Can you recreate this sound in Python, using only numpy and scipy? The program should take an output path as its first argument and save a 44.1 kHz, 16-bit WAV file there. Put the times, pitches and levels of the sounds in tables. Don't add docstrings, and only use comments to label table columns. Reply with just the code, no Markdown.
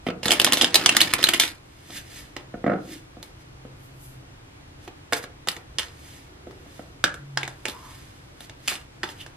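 import sys
import numpy as np
from scipy import signal
from scipy.fft import rfft, irfft
from scipy.io import wavfile
from scipy.ndimage import uniform_filter1d

SR = 44100
rng = np.random.default_rng(int(sys.argv[2]) if len(sys.argv) > 2 else 0)


def materialize(psi):
    bounded = np.clip(np.atleast_2d(psi).T, -1, 1)
    quanta = np.round(bounded * 32767).astype(np.int16)
    wavfile.write(sys.argv[1], SR, quanta)


N = 412776


def gain_of(db):
    return 10 ** (np.asarray(db) / 20)


def evened(x):
    return x / np.sqrt(np.mean(x ** 2) + 1e-20)


def peaked(x, db):
    return gain_of(db) * x / np.abs(x).max()


def read(points, hz):
    f, value = np.transpose(points)
    return np.interp(np.log(hz + 1), np.log(f + 1), value)


def add(mix, s, sound):
    part = mix[round(s * SR):][:len(sound)]
    part += sound[:len(part)]


def resonate(x, hz, width):
    turn = np.exp(2j * np.pi * np.cumsum(hz * np.ones(len(x))) / SR)
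    r = np.exp(-np.pi * width / SR)
    return 2 * (turn * signal.lfilter([1 - r], [1, -r], x / turn)).real


def colour(x, spectrum):
    hz = np.abs(np.fft.fftfreq(2 ** 12, 1 / SR))
    log_gain = np.log(gain_of(np.maximum(read(spectrum, hz), -90)))
    taps = np.fft.ifft(np.exp(np.conj(signal.hilbert(log_gain)))).real[:2 ** 10]
    return signal.oaconvolve(x, taps)[:len(x)]


def widened(pair, side):
    size = pair.shape[1]
    side_gain = gain_of(read(side, np.fft.rfftfreq(size, 1 / SR)))
    side_part = irfft(rfft(pair[1]) * side_gain, size)
    return pair[0] + np.array([side_part, -side_part])


# (frequency [Hz], relative level [dB per Hz])
AIR_COLOUR = [(15, -56.5), (25, -1.5), (116, -1), (221, -16), (289, -6), (410, -15.5), (871, -19.5),
              (2360, -25), (3260, -27.5), (11500, -42), (13200, -45), (15500, -85)]
# (frequency [Hz], side over mid [dB])
AIR_WIDTH = [(40, -33), (85, -24), (170, -12), (350, -2), (700, 3), (3000, 4), (12000, 6)]
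AIR_DB = -49


def air():
    frames, hz = N // 512 + 5, np.fft.rfftfreq(2048, 1 / SR)
    a, b, c, d, patches = rng.standard_normal((frames, len(hz), 5)).T
    patches = uniform_filter1d(patches, size=20, axis=0)
    patches = evened(uniform_filter1d(patches, size=10, axis=1))
    level_db = read(AIR_COLOUR, hz)[:, None] + 0.41 * patches
    spectra = np.array([a + 1j * b, c + 1j * d]) * gain_of(level_db)
    noise = evened(signal.istft(spectra, nperseg=2048, noverlap=1536)[1][:, :N])
    return gain_of(AIR_DB) * widened(noise, AIR_WIDTH)


# (time of the peak [s], rms level at the peak [dB], half-length [s], pitch at the peak [Hz], glide [Hz per s])
HUM_SWELLS = [(4.0, -51, 0.5, 129.8, -5.5), (5.9, -51.5, 0.29, 73.6, -1), (7.35, -39, 0.17, 137.2, -35)]
HUM_HZ, HUM_DB, HUM_WIDTH_HZ = 131, -56, 8


def hum():
    t = np.arange(N) / SR
    out = gain_of(HUM_DB) * evened(resonate(rng.standard_normal(N), HUM_HZ, HUM_WIDTH_HZ))
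    for s, db, half, hz, glide in HUM_SWELLS:
        swell = np.sqrt(2) * gain_of(db) * np.exp(-((t - s) / half) ** 2)
        out += swell * np.sin(2 * np.pi * (hz + glide * (t - s) / 2) * (t - s))
    return out


# (frequency [Hz], time to fall by 60 dB [s])
ROOM_DECAY = [(150, 0.5), (500, 0.39), (1400, .32), (4000, 0.11), (10000, 0.091)]
# (frequency [Hz], side over mid [dB])
ROOM_WIDTH = [(60, -26), (300, -11), (700, -4), (1400, -1), (3000, 1), (10000, 4)]


def room(x):
    slots = np.arange(24, SR // 2, 16)
    taps = np.zeros((3, 2, SR // 2 + 16))
    at = slots + rng.integers(0, 16, (3, 2, len(slots)))
    np.put_along_axis(taps, at, rng.choice([-1., 1.], at.shape), 2)
    hz, t, z = signal.stft(taps, SR, nperseg=128)
    early = 1 + 2.47 * np.exp(-t / 0.0016)
    decay = gain_of(-60 * t / read(ROOM_DECAY, hz)[:, None])
    tail = signal.istft(z * early * decay, SR, nperseg=128)[1]
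    turn = 2 * np.pi * (7 * np.arange(N) / SR + np.arange(3)[:, None, None] / 3)
    shares = np.sqrt((1 + np.cos(turn)) / 3)
    wet = signal.fftconvolve(x * shares, tail / np.linalg.norm(tail[0, 0]), axes=2)[..., :N]
    return widened(wet.sum(0), ROOM_WIDTH)


# (frequency [Hz], lead of the left port [radians])
PORT_PHASE = [(1500, 0), (3000, .4), (5000, 1.3), (7000, 2.1), (15000, 2.2)]
# (frequency [Hz], left over right [dB])
PORT_LEAN = [(300, 0.5), (1000, -1.5), (2500, -5.5), (6000, -2), (12000, 1.5)]


def ports(x, lead):
    hz = np.fft.rfftfreq(N, 1 / SR)
    half = gain_of(read(PORT_LEAN, hz) / 2) * np.exp(.5j * lead * read(PORT_PHASE, hz))
    return np.array([irfft(rfft(x) * half, N), irfft(rfft(x) / half, N)])


def strokes(rows, spectrum):
    t = np.arange(0, N, 32) / SR
    power = 0
    for s, db, rise in rows:
        distance = np.where(t < s, (s - t) / rise, (t - s) / (0.65 * rise))
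        power = power + gain_of(2 * db - 40 * distance)
    press = np.interp(np.arange(N) / SR, t, uniform_filter1d(np.sqrt(power), size=20))
    catches = gain_of(2.5 * np.minimum(rng.exponential(1, N), 4))
    catches = catches * (rng.random(N) < 400 / SR)
    grain = 1 + 0.26 * signal.lfilter([1], [1, -np.exp(-1 / (0.0014 * SR))], catches)
    return press * evened(colour(grain * rng.standard_normal(N), spectrum))


# (time of the peak [s], level [dB], time to swell by 20 dB [s])
BRUSHES = [(3.85, -58, 0.12), (4.05, -50, 0.1), (4.1, -57, 0.2)]
# (frequency [Hz], relative level [dB per Hz])
BRUSH_COLOUR = [(3000, -20), (7000, -8), (11000, -3), (13000, -6), (15500, -20.5)]


def brushes():
    return strokes(BRUSHES, BRUSH_COLOUR)


# (time of the peak [s], level ahead of the band [dB], time to swell by 20 dB [s], pitch [Hz])
DRAGS = [(2.93, -38.5, 0.17, 300), (5.958, -40, 0, 4270), (6.52, -48, 0.53, 380),
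         (7.753, -42.5, 0.15, 1045), (7.868, -45, 0.17, 1040), (9.213, -36.5, 0.03, 3080)]


def drags():
    out = np.zeros(N)
    for s, db, rise, hz in DRAGS:
        band = [(hz / 2, -20), (hz, 0), (2 * hz, -20)]
        out += resonate(strokes([(s, db, rise)], band), hz, 0.45 * hz)
    return out


# (time of the peak [s], level [dB], time to swell by 20 dB [s])
SLIDES = [(.08, -46, 0.03), (1.891, -54.5, 0.5), (1.971, -34, 0.0829), (2.176, -42.5, 0.19),
          (2.935, -42, 0.13), (3.415, -57, 0.06), (4.849, -53.5, 0.06), (5.175, -32, 0.04),
          (5.235, -37, 0.0155), (6.07, -51.5, 0.27), (6.15, -51.5, 0.3), (6.77, -54.5, 0.31),
          (7.93, -51.5, 0.7), (8.44, -49, .08), (8.667, -57, 0.01), (8.72, -37.5, 0.09),
          (9.108, -44.5, 0.06), (9.215, -48.5, 0.1)]
# (frequency [Hz], relative level [dB per Hz])
RUB_COLOUR = [(290, -0.5), (500, -8), (1070, -10), (1670, 2.5), (3960, 0.5), (12000, -4), (15500, -23)]


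def slides():
    return strokes(SLIDES, RUB_COLOUR)


# (time [s], peak level of the ring [dB])
KNOCKS = [(.0655, -17), (.073, -24.5), (.085, -16.5), (.101, -21), (.258, -16.5), (.29, -17.5),
          (.632, -12.5), (1.898, -37.5), (2.54, -22), (2.641, -16), (2.664, -8), (2.677, -10.5),
          (2.697, -11), (2.717, -14), (2.733, -12.5), (2.759, -22), (2.785, -26), (3.168, -34.5),
          (3.65, -31), (6.469, -31.5), (6.662, -40), (6.793, -27)]
# (frequency [Hz], width [Hz], relative level [dB])
DECK_MODES = [(186, 60, 5), (300, 67, 6), (492, 91, 8), (730, 79, 5.5), (1340, 200, 4), (2100, 400, -2.5)]
BENT_UNTIL_S, BENT_TICK_DB, SQUARED_TICK_DB = .2, -6, -25


def knocks():
    out, t = np.zeros(N), np.arange(2 ** 12) / SR
    for (s, db), noise in zip(KNOCKS, rng.standard_normal((len(KNOCKS), len(t)))):
        blow = np.exp(-t / .0004) + .5 * noise * np.exp(-t / .007)
        softness = signal.butter(2, 2000 * gain_of(.2 * db), fs=SR)
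        blow = signal.lfilter(*softness, blow)
        ring = np.zeros(len(t))
        for k, (hz, width, mode_db) in enumerate(DECK_MODES):
            ring += (-1) ** k * gain_of(mode_db) * resonate(blow, hz, width)
        tick = resonate(resonate(noise * t * np.exp(-t / 0.0022), 2300, 1800), 2300, 1800)
        tick_db = BENT_TICK_DB if s < BENT_UNTIL_S else SQUARED_TICK_DB
        add(out, s, peaked(ring, db) + peaked(tick, db + tick_db))
    return out


# (frequency [Hz], relative level [dB per Hz])
EDGE_COLOUR = [(410, -26.5), (700, -8.5), (1430, -7), (1850, -4), (2800, -4), (4030, -4.5), (5860, -8.5),
               (11700, -8), (15500, -23)]


def card_edge(x):
    return evened(colour(x, EDGE_COLOUR))


# (time [s], level of the ticks [dB])
FLUTTER = [(.22, -67.5), (.25, -33), (.6, -35.5), (.7, -44.5), (.8, -30), (1.1, -33.5), (1.2, -34.5),
           (1.44, -41), (1.52, -53)]


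def flutter():
    falls = gain_of(3.0 * np.minimum(rng.exponential(1, N), 3))
    falls = falls * (rng.random(N) < 520 / SR)
    ticks = rng.standard_normal(N) * signal.lfilter([1], [1, -np.exp(-1 / (0.002 * SR))], falls)
    dull = signal.lfilter(*signal.butter(1, 3000, fs=SR), ticks)
    puffs = gain_of(-6.0) * evened(resonate(ticks, 290, 350))
    level_db = np.interp(np.arange(N) / SR, *np.transpose(FLUTTER), left=-200, right=-200)
    return gain_of(level_db) * (card_edge(dull) + puffs)


RELEASE = 5
SING_DB_PER_DOUBLING = 4
PUSH_DB, PUSH_GROWTH = -14.5, 0.52
PUSH_DB_PER_OCTAVE = -4.5


def edge_crack(t, noise, hz, cycles, packet):
    swell = t * hz / max(cycles, .3)
    closing = swell ** 2 * np.exp(2 - 2 * swell)
    release = RELEASE / max(cycles, 1) * (np.arange(len(t)) == np.argmax(swell > .5))
    rub = 1.5 * closing + 1.0 * np.minimum(swell, 1) * np.exp(-t / 0.0031)
    scrape = release + noise * rub
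    song = closing * np.sin(2 * np.pi * hz * t * (.91 + .045 * swell))
    song_db = SING_DB_PER_DOUBLING * np.log2(max(cycles, .3) / 3)
    crack = card_edge(signal.lfilter(*packet, scrape))
    ring = gain_of(-3.0) * evened(resonate(scrape, hz, 0.26 * hz))
    return crack + ring + gain_of(song_db) * evened(song)


def air_push(t, hiss, hz):
    squeeze = hiss * np.exp(-t / .006)
    upper = gain_of(-3.5) * evened(resonate(squeeze, 1.73 * hz, 330))
    return evened(resonate(squeeze, hz, 250)) + upper


def settling_rustle(t, hiss, lumps, hz, gap_db, packet):
    uneven = gain_of(3.2 * evened(uniform_filter1d(lumps, size=130)))
    uneven = uneven * (1 + uniform_filter1d(20. * (lumps > 2.7), size=9))
    settle = hiss * uneven * (1 - np.exp(-t / 0.00042)) * np.exp(-t / 0.034)
    gap = gain_of(gap_db) * evened(resonate(settle, hz * (1 + 1.5 * t), .14 * hz))
    return card_edge(signal.lfilter(*packet, settle)) + gap


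def snaps(rows):
    out, t = np.zeros(N), np.arange(2 ** 13) / SR
    chance = rng.standard_normal((len(rows), 3, len(t)))
    for row, (noise, hiss, lumps) in zip(rows, chance):
        s, db, hz, cycles, push_hz, flat_db, rustle_db, gap_db = row
        band = np.array([0.12, 4.5]) * hz * gain_of(3.0 * lumps[:2])
        packet = signal.butter(2, np.clip(band, 100, 20000), "band", fs=SR)
        edge = edge_crack(t, noise, hz, cycles, packet)
        push = air_push(t, hiss, push_hz)
        push_db = PUSH_DB + flat_db + PUSH_GROWTH * db + PUSH_DB_PER_OCTAVE * np.log2(hz / 2000)
        rustle = settling_rustle(t, hiss, lumps, hz, gap_db, packet)
        add(out, s, peaked(edge, db) + peaked(push, push_db) + peaked(rustle, db + rustle_db))
    return out


# (time [s], peak level of the edge [dB], pitch of the air gap [Hz], flatness: change of the push [dB])
LANDINGS = [(1.905, -28, 3210, -7), (2.365, -22.5, 1800, 1), (3.228, -25, 4540, -2),
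            (4.877, -35.5, 1160, 1), (5.1241, -17, 1520, 9), (5.1314, -7.5, 1705, -2.5),
            (5.239, -27, 1610, 0.5), (5.473, -18, 1640, 1.5), (5.486, -6, 3660, -3), (5.516, -22, 3580, -9),
            (5.565, -28, 2030, 0), (5.785, -8.5, 3170, -3.5), (5.794, -11, 3070, -5.5),
            (6.509, -40, 1500, -1.5), (7.04, -0.5, 1460, 3), (7.141, -26.5, 1467, -6),
            (7.373, -7.5, 1700, -2.5), (7.431, -15, 2040, 0), (7.477, -21, 1720, -1),
            (7.654, -12.5, 2330, 0), (7.663, -21, 2270, -0.5), (7.683, -16, 3530, 0),
            (7.697, -21, 4000, -3), (8.406, -27.5, 3660, -4), (8.496, -29.5, 1860, -7),
            (8.677, -11, 4250, -9), (8.681, -5.5, 2360, -9.5), (8.716, -24.5, 1010, -4.5),
            (8.754, -23, 2600, -6), (9.032, -12.5, 1770, -4.5), (9.037, -19.5, 896, -5),
            (9.089, -25, 3100, -3), (9.263, -31.5, 1460, -6)]
LANDING_SWELL_CYCLES, LANDING_PUSH_HZ = 2.0, 425
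LANDING_RUSTLE_DB, RUSTLE_GROWTH = -11.5, 0.092
LANDING_GAP_DB, GAP_GROWTH, GAP_DB_PER_OCTAVE = -5, 1.22, -8


def landings():
    rows = []
    for s, db, hz, flat_db in LANDINGS:
        rustle_db = LANDING_RUSTLE_DB + RUSTLE_GROWTH * db
        gap_db = LANDING_GAP_DB + GAP_GROWTH * db + GAP_DB_PER_OCTAVE * np.log2(hz / 2000)
        rows.append((s, db, hz, LANDING_SWELL_CYCLES, LANDING_PUSH_HZ, flat_db, rustle_db, gap_db))
    return snaps(rows)


# (time [s], peak level of the edge [dB],
# pitch of the air gap [Hz], trailing loose cards over the edge peak [dB], time to swell [cycles])
RIFFLE = [(.231, -20, 2570, 2, 1.4), (.256, -8.5, 3880, -7, 3.7), (.282, -6.5, 3050, -23, 1.7),
          (.306, -0.5, 3080, -7.5, 5.6), (0.3178, 0, 3040, -30, 1.6), (.326, -6.5, 2970, -29.5, 3),
          (.334, -8, 2900, -30, 3.3), (0.3986, 2, 2840, -33, 1.23), (.4055, -15, 3000, -30, 1.5),
          (.416, -1, 4777, -35, 1.5), (.4455, 4, 3660, -33, 1.5), (.465, -6, 2820, -31, 3),
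          (.473, -8.5, 1000, -28, .5), (.523, 1.5, 3100, -22, 1.16), (.533, 5, 3920, -18, 0.93),
          (.54, -8, 4500, -30.5, 1.2), (0.5714, -3.5, 3400, -12, 2), (0.6116, -2, 3220, -8, 6.9),
          (.621, -3, 3200, -26.5, 2.2), (0.6437, -1, 3090, -31, 4.48), (0.7437, 6, 3600, -29, 1.18),
          (.7505, -8, 6000, -30, 2), (0.7549, 5.5, 3930, -17, 4.1), (.759, 0, 4320, -30, 1.7),
          (.812, -17.5, 1320, -4.5, 1.5), (.8605, 5, 3220, -33, 1.16), (0.8906, 1, 2760, -33, 6.8),
          (0.9496, -13, 1350, -25, .6), (.9668, 5, 3750, -35, 2.3), (1.004, 0, 3000, -15, 8),
          (1.014, 5, 4080, -18, 6.4), (1.0313, -10, 3100, -20, 2.01), (1.1365, 4, 2690, -33, 1.33),
          (1.19, -17.5, 900, -17, .5), (1.228, -6.5, 2860, -7.5, 3.4), (1.2397, 5.5, 3917, -25.5, 4.8),
          (1.268, -10.5, 2950, -20, 7.5), (1.2873, -2, 2940, -13, 5), (1.3346, -5, 2804, -12.5, 8),
          (1.3431, -9, 2100, -17, 3.98), (1.398, 2.5, 3370, -9.5, 1.8), (1.435, -9, 2360, -17, 4.1)]
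RIFFLE_PUSH_HZ, RIFFLE_GAP_DB = 334, -7
RIFFLE_SAG_DB_PER_S = -4.5
SLAP_CYCLES = 4.2


def riffle():
    left, right = [], []
    for s, db, hz, trail_db, cycles in RIFFLE:
        sag_db = RIFFLE_SAG_DB_PER_S * (s - 1)
        half = left if cycles < SLAP_CYCLES else right
        half.append((s, db, hz, cycles, RIFFLE_PUSH_HZ, sag_db, trail_db, RIFFLE_GAP_DB))
    return snaps(left), snaps(right)


LEFT_LEAD, RIGHT_LEAD = 0.88, -0.82


def near_body(x):
    x = signal.lfilter(*signal.butter(2, 85, "high", fs=SR), x)
    return x + gain_of(-6.0) * resonate(x, 300, 80)


def scene():
    left, right = riffle()
    left = near_body(left + flutter())
    right = near_body(right + landings() + knocks() + slides() + brushes() + drags())
    near = ports(left, LEFT_LEAD) + ports(right, RIGHT_LEAD)
    return near + gain_of(-6.5) * room(left + right) + air() + hum()


def record(dry):
    keep = np.exp(-1 / (.15 * SR))
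    power = signal.lfilter([1 - keep], [1, -keep], (dry ** 2).mean(0))
    power_db = 10 * np.log10(power + 1e-12)
    duck_db = 0.12 * np.maximum(power_db + 36.0, 0)
    ducked = np.clip(dry / gain_of(duck_db), -1, 1)
    band_limit = signal.firwin(511, 15550, window=("kaiser", 9), fs=SR)
    return signal.oaconvolve(ducked, band_limit[None], "same")


dry = scene()
out = record(dry)
materialize(out)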